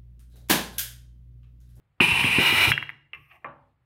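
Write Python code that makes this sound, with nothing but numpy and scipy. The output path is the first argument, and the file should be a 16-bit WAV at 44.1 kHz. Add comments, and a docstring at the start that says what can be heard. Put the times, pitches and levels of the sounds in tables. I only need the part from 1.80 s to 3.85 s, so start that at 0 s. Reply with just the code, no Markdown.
"""In a workshop, a pneumatic press on a wooden bench crimps an aerosol can.
A valve pops and turbulent air hisses through a resonant port as the ram goes down, then brighter as it
returns; at each stage the ram thumps and shakes the bench. The freed can rattles against the steel head,
ringing in its normal modes, clinks and scrapes out of its holder, and is set down on the wooden top.
The room reverberates over a low background rumble."""
import sys
import numpy as np
from scipy import signal
from scipy.fft import rfft, irfft, next_fast_len
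from scipy.io import wavfile
from scipy.ndimage import uniform_filter1d, map_coordinates

SR = 44100
rng = np.random.default_rng(int(sys.argv[2]) if len(sys.argv) > 2 else 0)


def int16_out(signal):
    """Quantize to a 16-bit WAV file."""
    q = np.round(np.clip(np.atleast_2d(signal).T, -1, 1) * 32767)
    wavfile.write(sys.argv[1], SR, q.astype(np.int16))


N = 90404
T = np.arange(N) / SR

# Exhaust strokes. Each row: opening and shutting times in seconds, level in dB, opening surge in dB.
STROKES = [(.204, .585, -21, 10), (.590, .888, -19.5, -1)]
# Spectra of the two jets and the shaking frame. Each row: frequency in Hz, relative level in dB.
DOWN_JET = [(88, -30.5), (150, -2.5), (264, -17), (430, -17), (598, -26.5), (937, -5.5), (1330, -16),
            (1750, -15.5), (2430, 0), (2790, -5.5), (3260, -14), (4040, -16.5), (4630, -26.5),
            (5300, -24.5), (6900, -34.5), (9300, -20.5), (12000, -30), (15800, -34)]
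RETURN_JET = [(88, -37), (150, -12.5), (169, -25), (330, -12.5), (575, -19), (937, -9), (1120, -15.5),
              (1550, -9), (1780, -12.5), (2390, -4), (2900, -3.5), (3300, -16.5), (4040, -12.5),
              (4650, -26.5), (5410, -23), (6970, -30.5), (9000, -23), (12200, -26), (15800, -28)]
FRAME_SPECTRUM = [(30, -19), (55, -6.5), (90, 5), (130, -3), (200, -23), (400, -42.5)]
# Resonances of the exhaust ports. Each row: frequency in Hz, bandwidth in Hz, relative level in dB.
DOWN_PORT = [(866, 100, -23.5), (1597, 16, -17), (1904, 46, -13), (2334, 70, -12.5), (2401, 45, -3.5),
             (2521, 54, -5.5), (2722, 38, -2), (2978, 37, -8), (4950, 62, -29), (10340, 260, -34.5)]
RETURN_PORT = [(940, 100, -12), (1341, 70, -12), (1966, 52, -3), (2323, 80, -0.5), (2440, 80, -1),
               (2883, 67, -1.5), (3570, 200, -17), (4013, 130, -12.5), (5300, 180, -21), (12200, 400, -28)]
# Thumps of the ram. 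Each row: start in seconds, level in dB, pitch in Hz, cycles to the envelope's peak.
THUMPS = [(0.2055, -12, 233, 0.82), (.315, -26.5, 90, 0.99), (0.4426, -15, 193, 0.52),
          (0.5835, -12, 222, 0.61), (0.724, -20.5, 321, 1), (.871, -19, 105, 1.12),
          (0.900, -22.5, 129, 1.14)]
# Hard metal contacts. Each row: start in seconds, level in dB, pitch in Hz, relative can ring in dB.
CLACKS = [(0.2019, -11.5, 1260, -29), (0.4394, -11.5, 2170, -13.5), (0.5862, -15, 1970, -30),
          (0.9182, -4.5, 2060, -16), (.9780, -12, 1930, -20.5), (1.0267, -18, 1920, -20),
          (1.073, -39.5, 2130, -24.5), (1.0927, -21, 2010, -27.5), (1.1007, -28, 1920, -24)]
# Taps of the can on the holder and on the bench. Each row: start in seconds, level in dB.
CLINKS = [(1.333, -33.5), (1.3474, -41)]
KNOCKS = [(1.6446, -26), (1.6583, -39)]
# Normal modes. Each row: frequency in Hz, relative level in dB, time to decay by 60 dB in seconds.
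CAN_MODES = [(1631, -11, 0.2), (2296, -5, 0.14), (2729, 0.5, 0.19), (2864, -6.5, 0.35), (2810, -19, 0.7),
             (3250, -4.5, 0.16), (9200, -37.5, .06), (12500, -22, 0.05)]
RIM_MODES = [(5480, -36, 0.053), (9000, -39, .06), (12410, -30, .05)]
HOLDER_MODES = [(427, -12, 0.042), (1090, -21, 0.25), (1195, -14.5, 0.1), (1870, -22, 0.062),
                (2100, -4, 0.081), (2360, -2, 0.052), (2683, 6.5, 0.042), (2837, 9, 0.015)]
BENCH_MODES = [(139.8, -4, 0.54), (256.5, -4.5, 0.55), (323, -3.5, .29), (430, -21, .28), (567, 1, 0.3),
               (800, -3.5, 0.5), (848, -12, 0.74), (910, -3.5, 0.6), (1052, 6.5, 0.19), (1145, 12.5, 0.15),
               (1352, -3, .2), (1760, 7, 0.088), (2150, 5, 0.068), (2370, 6, 0.09)]
# Spectra of impact noise. Each row: frequency in Hz, relative level in dB.
SHUDDER_SPECTRUM = [(40, -26), (85, -7), (200, -2.5), (400, -5), (650, -18.5), (2000, -66)]
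METAL_CRACK = [(60, -40.5), (400, -9), (1000, -4), (2000, 7), (4000, -29.5), (7000, -46), (13000, -26),
               (16000, -45)]
KNOCK_CRACK = [(300, -17.5), (1100, -1), (1450, -2), (2200, 2), (2850, -9.5), (3400, -38), (8000, -47)]
WOOD_SPECTRUM = [(60, -17), (140, -8.5), (430, -11.5), (700, -6), (1100, -1), (1600, -9), (2200, -22),
                 (2800, -18.5), (3500, -35), (3950, -32), (4400, -52), (8000, -68.5)]
# Envelopes of the can's scrape, dragging base and handling. Each row: time in seconds, level in dB.
SCRAPE_LEVEL = [(1.35, -49), (1.40, -62), (1.46, -64.5), (1.495, -64), (1.518, -49), (1.54, -59.5),
                (1.56, -55.5), (1.585, -70.5), (1.63, -71)]
DRAG_LEVEL = [(1.50, -90), (1.513, -68), (1.56, -60.5), (1.59, -72.5), (1.64, -71.5)]
HANDLING_LEVEL = [(1.30, -75), (1.40, -54.5), (1.46, -80), (1.53, -80), (1.59, -88), (1.64, -82)]
# Spectra of those three and of the sliding rim. 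Each row: frequency in Hz, relative level in dB.
SCRAPE_SPECTRUM = [(120, -53), (200, -23), (312, -18.5), (440, -38), (677, -14), (885, -13.5), (968, -22.5),
                   (1140, -3.5), (1470, -23.5), (1680, -14.5), (2660, -7), (3640, -37), (7000, -61),
                   (9100, -71), (15400, -120)]
DRAG_SPECTRUM = [(200, -28.5), (330, -8), (480, -21), (690, -0.5), (800, 0.5), (950, -11), (1150, -2),
                 (1600, -36)]
HANDLING_SPECTRUM = [(40, -14.5), (100, -9.5), (140, 1.5), (200, -30.5), (320, -17.5), (500, -27.5),
                     (1500, -62.5)]
SLIDE_SPECTRUM = [(4300, -27), (5500, -11), (7600, -29), (8700, -12), (9100, -4), (9800, -21), (11900, -9),
                  (12500, 2), (13100, -10), (15800, -12)]
# Decay of the workshop's echo. Each row: frequency in Hz, reverberation time in seconds.
ROOM_T60 = [(100, .7), (300, .6), (900, .58), (2000, .48), (5000, .45), (12000, .38)]
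# Colour of the echo and of the background. Each row: frequency in Hz, relative level in dB.
ROOM_GAIN = [(50, -20), (110, -12.5), (500, -7.5), (1200, -14.5), (2700, -17), (5000, -14), (12000, -20.5)]
BACKGROUND_SPECTRUM = [(25, -12), (60, 2.5), (130, 0.5), (200, -13.5), (400, -15.5), (900, -16.5),
                       (2200, -20.5), (3500, -29.5), (6000, -45), (15800, -48.5)]
# Threshold of the noise suppressor. Each row: frequency in Hz, power density in dB per Hz.
QUIET_THRESHOLD = [(140, -118), (300, -105), (600, -102), (1000, -104), (2500, -106), (4000, -125),
                   (8000, -145)]

CRACK_T60, CONTACT_RISE_S = .018, .0007  # decay and onset of a contact, both in seconds


def exhaust(stroke, spectrum, port):
    """Turbulence makes broadband noise, which excites the port's resonances; the flow shakes the frame."""
    opens, shuts, db, surge_db = stroke
    surge_s, crossover_hz, port_db, port_tilt = .018, 3600, 2, .15

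    def port_response(f):
        resonances = sum((-1) ** k * amp(gain) * 1j * f * width / (hz * hz - f * f + 1j * f * width)
                         for k, (hz, width, gain) in enumerate(port))
        return resonances * amp(along(spectrum, f) * port_tilt)

    hollow = unit(filtered(rng.standard_normal(N), port_response))
    jet = unit(noise(spectrum) + amp(port_db) * hollow)
    body = filtered(jet, lambda f: 1 / (1 + (f / crossover_hz) ** 8))
    # The treble builds up later than the body and starts to fade later.
    fizz = (jet - body) * rise(.013, opens) * fade(.058, shuts + .022)
    flow = amp(db + surge_db * np.exp(-np.maximum(T - opens, 0) / surge_s) - .9 * wobble(60))
    closing = fade(.14, shuts)
    rumble = amp(-39.5) * noise(FRAME_SPECTRUM) * rise(.14, opens) * closing
    return rumble + flow * (body * rise(.001, opens) * closing + fizz)


def ram():
    """A short force pulse shakes the frame and leaves the bench humming in free vibration."""
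    out = np.zeros(N)
    for s, db, hz, cycles in THUMPS:
        progress = T * hz / cycles
        push = np.sin(2 * np.pi * hz * T) * progress ** 2 * np.exp(1 - progress ** 2)
        shudder = amp(-8.5) * noise(SHUDDER_SPECTRUM) * fade(t60=.11)
        hum = amp(-21.5) * ping(hz=140.44, t60=.72)
        out += amp(db) * at(s, push + (shudder + hum) * rise(.003))
    return out


def clacks():
    """A hard impact is broadband: metal on metal gives a damped click, a crack and the can's ring."""
    click_top_hz = 4170
    out = np.zeros(N)
    for s, db, hz, ring_db in CLACKS:
        click = at(s, 3.6 * ping(hz, t60=.0046) * rise(.00039))
        click = filtered(click, lambda f: 1 / (1 + (f / click_top_hz) ** 6))
        crack = amp(-10) * noise(METAL_CRACK) * fade(CRACK_T60)
        # A fast random flutter makes the can's ring rough.
        can = amp(ring_db) * ring(CAN_MODES) * (1 + .4 * wobble(150))
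        out += amp(db) * (click + at(s, (crack + can) * rise(.00049)))
    return bass_cut(out, hz=850)


def clinks():
    """Light impacts excite the modes of the holder and the thin overtones of the can's rim."""
    out = np.zeros(N)
    for s, db in CLINKS:
        holder = ring(HOLDER_MODES) + amp(-8) * noise(METAL_CRACK) * fade(t60=.06)
        tap = softened(at(s, holder) * rise(CONTACT_RISE_S, s))
        rim = at(s, ring(RIM_MODES) * (1 + .97 * wobble(480)) * rise(.0005))
        out += amp(db) * bass_cut(tap + rim, hz=490)
    return out


def set_down():
    """The can's rim strikes the wooden top, whose modes take a moment to build up and then ring on."""
    out = np.zeros(N)
    for s, db in KNOCKS:
        top = amp(-21) * ring(BENCH_MODES) + amp(-13) * noise(WOOD_SPECTRUM) * fade(t60=.35)
        rim = ping(hz=2115, t60=.013) + amp(.5) * noise(KNOCK_CRACK) * fade(CRACK_T60)
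        out += amp(db) * at(s, rim * rise(CONTACT_RISE_S) + top * rise(.0023))
    return softened(out)


def scraping():
    """Sliding friction makes noise: the can scrapes, its base drags, its rim hisses, handling rumbles."""
    scrape = amp(curve(SCRAPE_LEVEL) + wobble(120)) * unit(bass_cut(noise(SCRAPE_SPECTRUM), hz=1188))
    drag = amp(curve(DRAG_LEVEL)) * noise(DRAG_SPECTRUM)
    slide = amp(-77.5 + 2.2 * wobble(70)) * noise(SLIDE_SPECTRUM)
    slide *= rise(.02, start=1.35) * fade(t60=.12, start=1.565)
    handling = amp(curve(HANDLING_LEVEL)) * noise(HANDLING_SPECTRUM)
    return scrape + drag + slide + handling


def reverberation(x):
    """Diffuse reflections form a noise tail; absorption gives each frequency its own decay time."""
    hz, t, bands = signal.stft(rng.standard_normal(SR), SR, nperseg=256)
    t60 = along(ROOM_T60, hz)[:, None]
    equal_energy = np.sqrt(2 * np.log(1000) / (t60 * SR))
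    tail = signal.istft(bands * amp(-60 * t / t60) * equal_energy, SR, nperseg=256)[1]
    echo = at(.006, signal.fftconvolve(x, tail)[:N])
    return filtered(echo, lambda f: amp(along(ROOM_GAIN, f)))


def background():
    """Low-frequency noise under slight random amplitude modulation is heard as a faint rumble."""
    return amp(-67.5 + 1.2 * wobble(19)) * noise(BACKGROUND_SPECTRUM)


def amp(db):
    """Amplitude ratio of a level in decibels."""
    return 10 ** (np.asarray(db) / 20)


def unit(x):
    """Normalisation to rms 1."""
    return x / np.sqrt(np.mean(x ** 2) + 1e-20)


def along(points, hz):
    """Interpolation of (Hz, value) points on a logarithmic frequency axis."""
    frequencies, values = np.transpose(points)
    return np.interp(np.log(hz + 1), np.log(frequencies + 1), values)


def curve(points):
    """Linear interpolation of (seconds, dB) points, silent outside them."""
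    return np.interp(T, *np.transpose(points), left=-120, right=-120)


def filtered(x, response):
    """A linear filter multiplies the spectrum by its frequency response."""
    size = next_fast_len(N + SR // 2)
    return irfft(rfft(x, size) * response(np.fft.rfftfreq(size, 1 / SR)), size)[:N]


def softened(x, cutoff_hz=3130):
    """A soft contact acts as a low-pass filter, here of third order."""
    return filtered(x, lambda f: 1 / np.sqrt(1 + (f / cutoff_hz) ** 6))


def bass_cut(x, hz):
    """A second-order high-pass filter falls 12 dB an octave below its cut-off."""
    return filtered(x, lambda f: (1j * f) ** 2 / (hz * hz - f * f + 1j * np.sqrt(2) * f * hz))


def noise(spectrum):
    """Filtering white noise gives coloured noise, scaled to rms 1."""
    return unit(filtered(rng.standard_normal(N), lambda f: amp(along(spectrum, f))))


def wobble(rate):
    """Smooth random modulation with rate knots a second."""
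    return map_coordinates(rng.standard_normal(int(N * rate / SR) + 4), [T * rate])


def fade(t60, start=0):
    """Full level until start, then exponential decay by 60 dB every t60 seconds."""
    return np.exp(-np.log(1000) * np.maximum(T - start, 0) / t60)


def rise(tau, start=0):
    """Silence until start, then exponential approach to 1 with a time constant of tau seconds."""
    return 1 - np.exp(-np.maximum(T - start, 0) / tau)


def at(s, x):
    """A pure delay of s seconds."""
    return np.pad(x, (round(s * SR), 0))[:N]


def ping(hz, t60):
    """Free vibration of a damped oscillator."""
    return np.sin(2 * np.pi * hz * T) * fade(t60)


def ring(modes):
    """Superposition of a struck body's modes; each blow weights them a little differently."""
    return sum(amp(db + rng.normal(0, 1)) * rng.choice([-1, 1]) * ping(hz, t60) for hz, db, t60 in modes)


def suppressed(x, depth_db=-6.5):
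    """Downward expansion turns each band down while its power lies below the threshold."""
    hz, _, bands = signal.stft(x, SR, nperseg=1024, scaling="psd")
    power = uniform_filter1d(np.abs(bands) ** 2, size=3, axis=0)
    power = uniform_filter1d(power, size=3, axis=1)
    excess = power / amp(along(QUIET_THRESHOLD, hz))[:, None] ** 2
    gain = amp(depth_db / (1 + excess ** 2))
    return signal.istft(bands * gain, SR, nperseg=1024, scaling="psd")[1][:N]


def scene():
    """Direct sound, reverberation and background add by superposition in one channel."""
    air = exhaust(STROKES[0], DOWN_JET, DOWN_PORT) + exhaust(STROKES[1], RETURN_JET, RETURN_PORT)
    direct = air + ram() + clacks() + clinks() + scraping() + set_down()
    return (direct + background() + reverberation(direct))[None]


def record(dry):
    """Band limiting removes the deepest bass and highest treble after quiet noise is suppressed."""
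    low_hz, top_hz = 45.4, 15850
    treble_cut = lambda f: np.clip((top_hz - f) / 300 + .5, 0, 1) ** 2
    return np.array([filtered(bass_cut(suppressed(channel), low_hz), treble_cut) for channel in dry])


dry = scene()
out = record(dry)
int16_out(out)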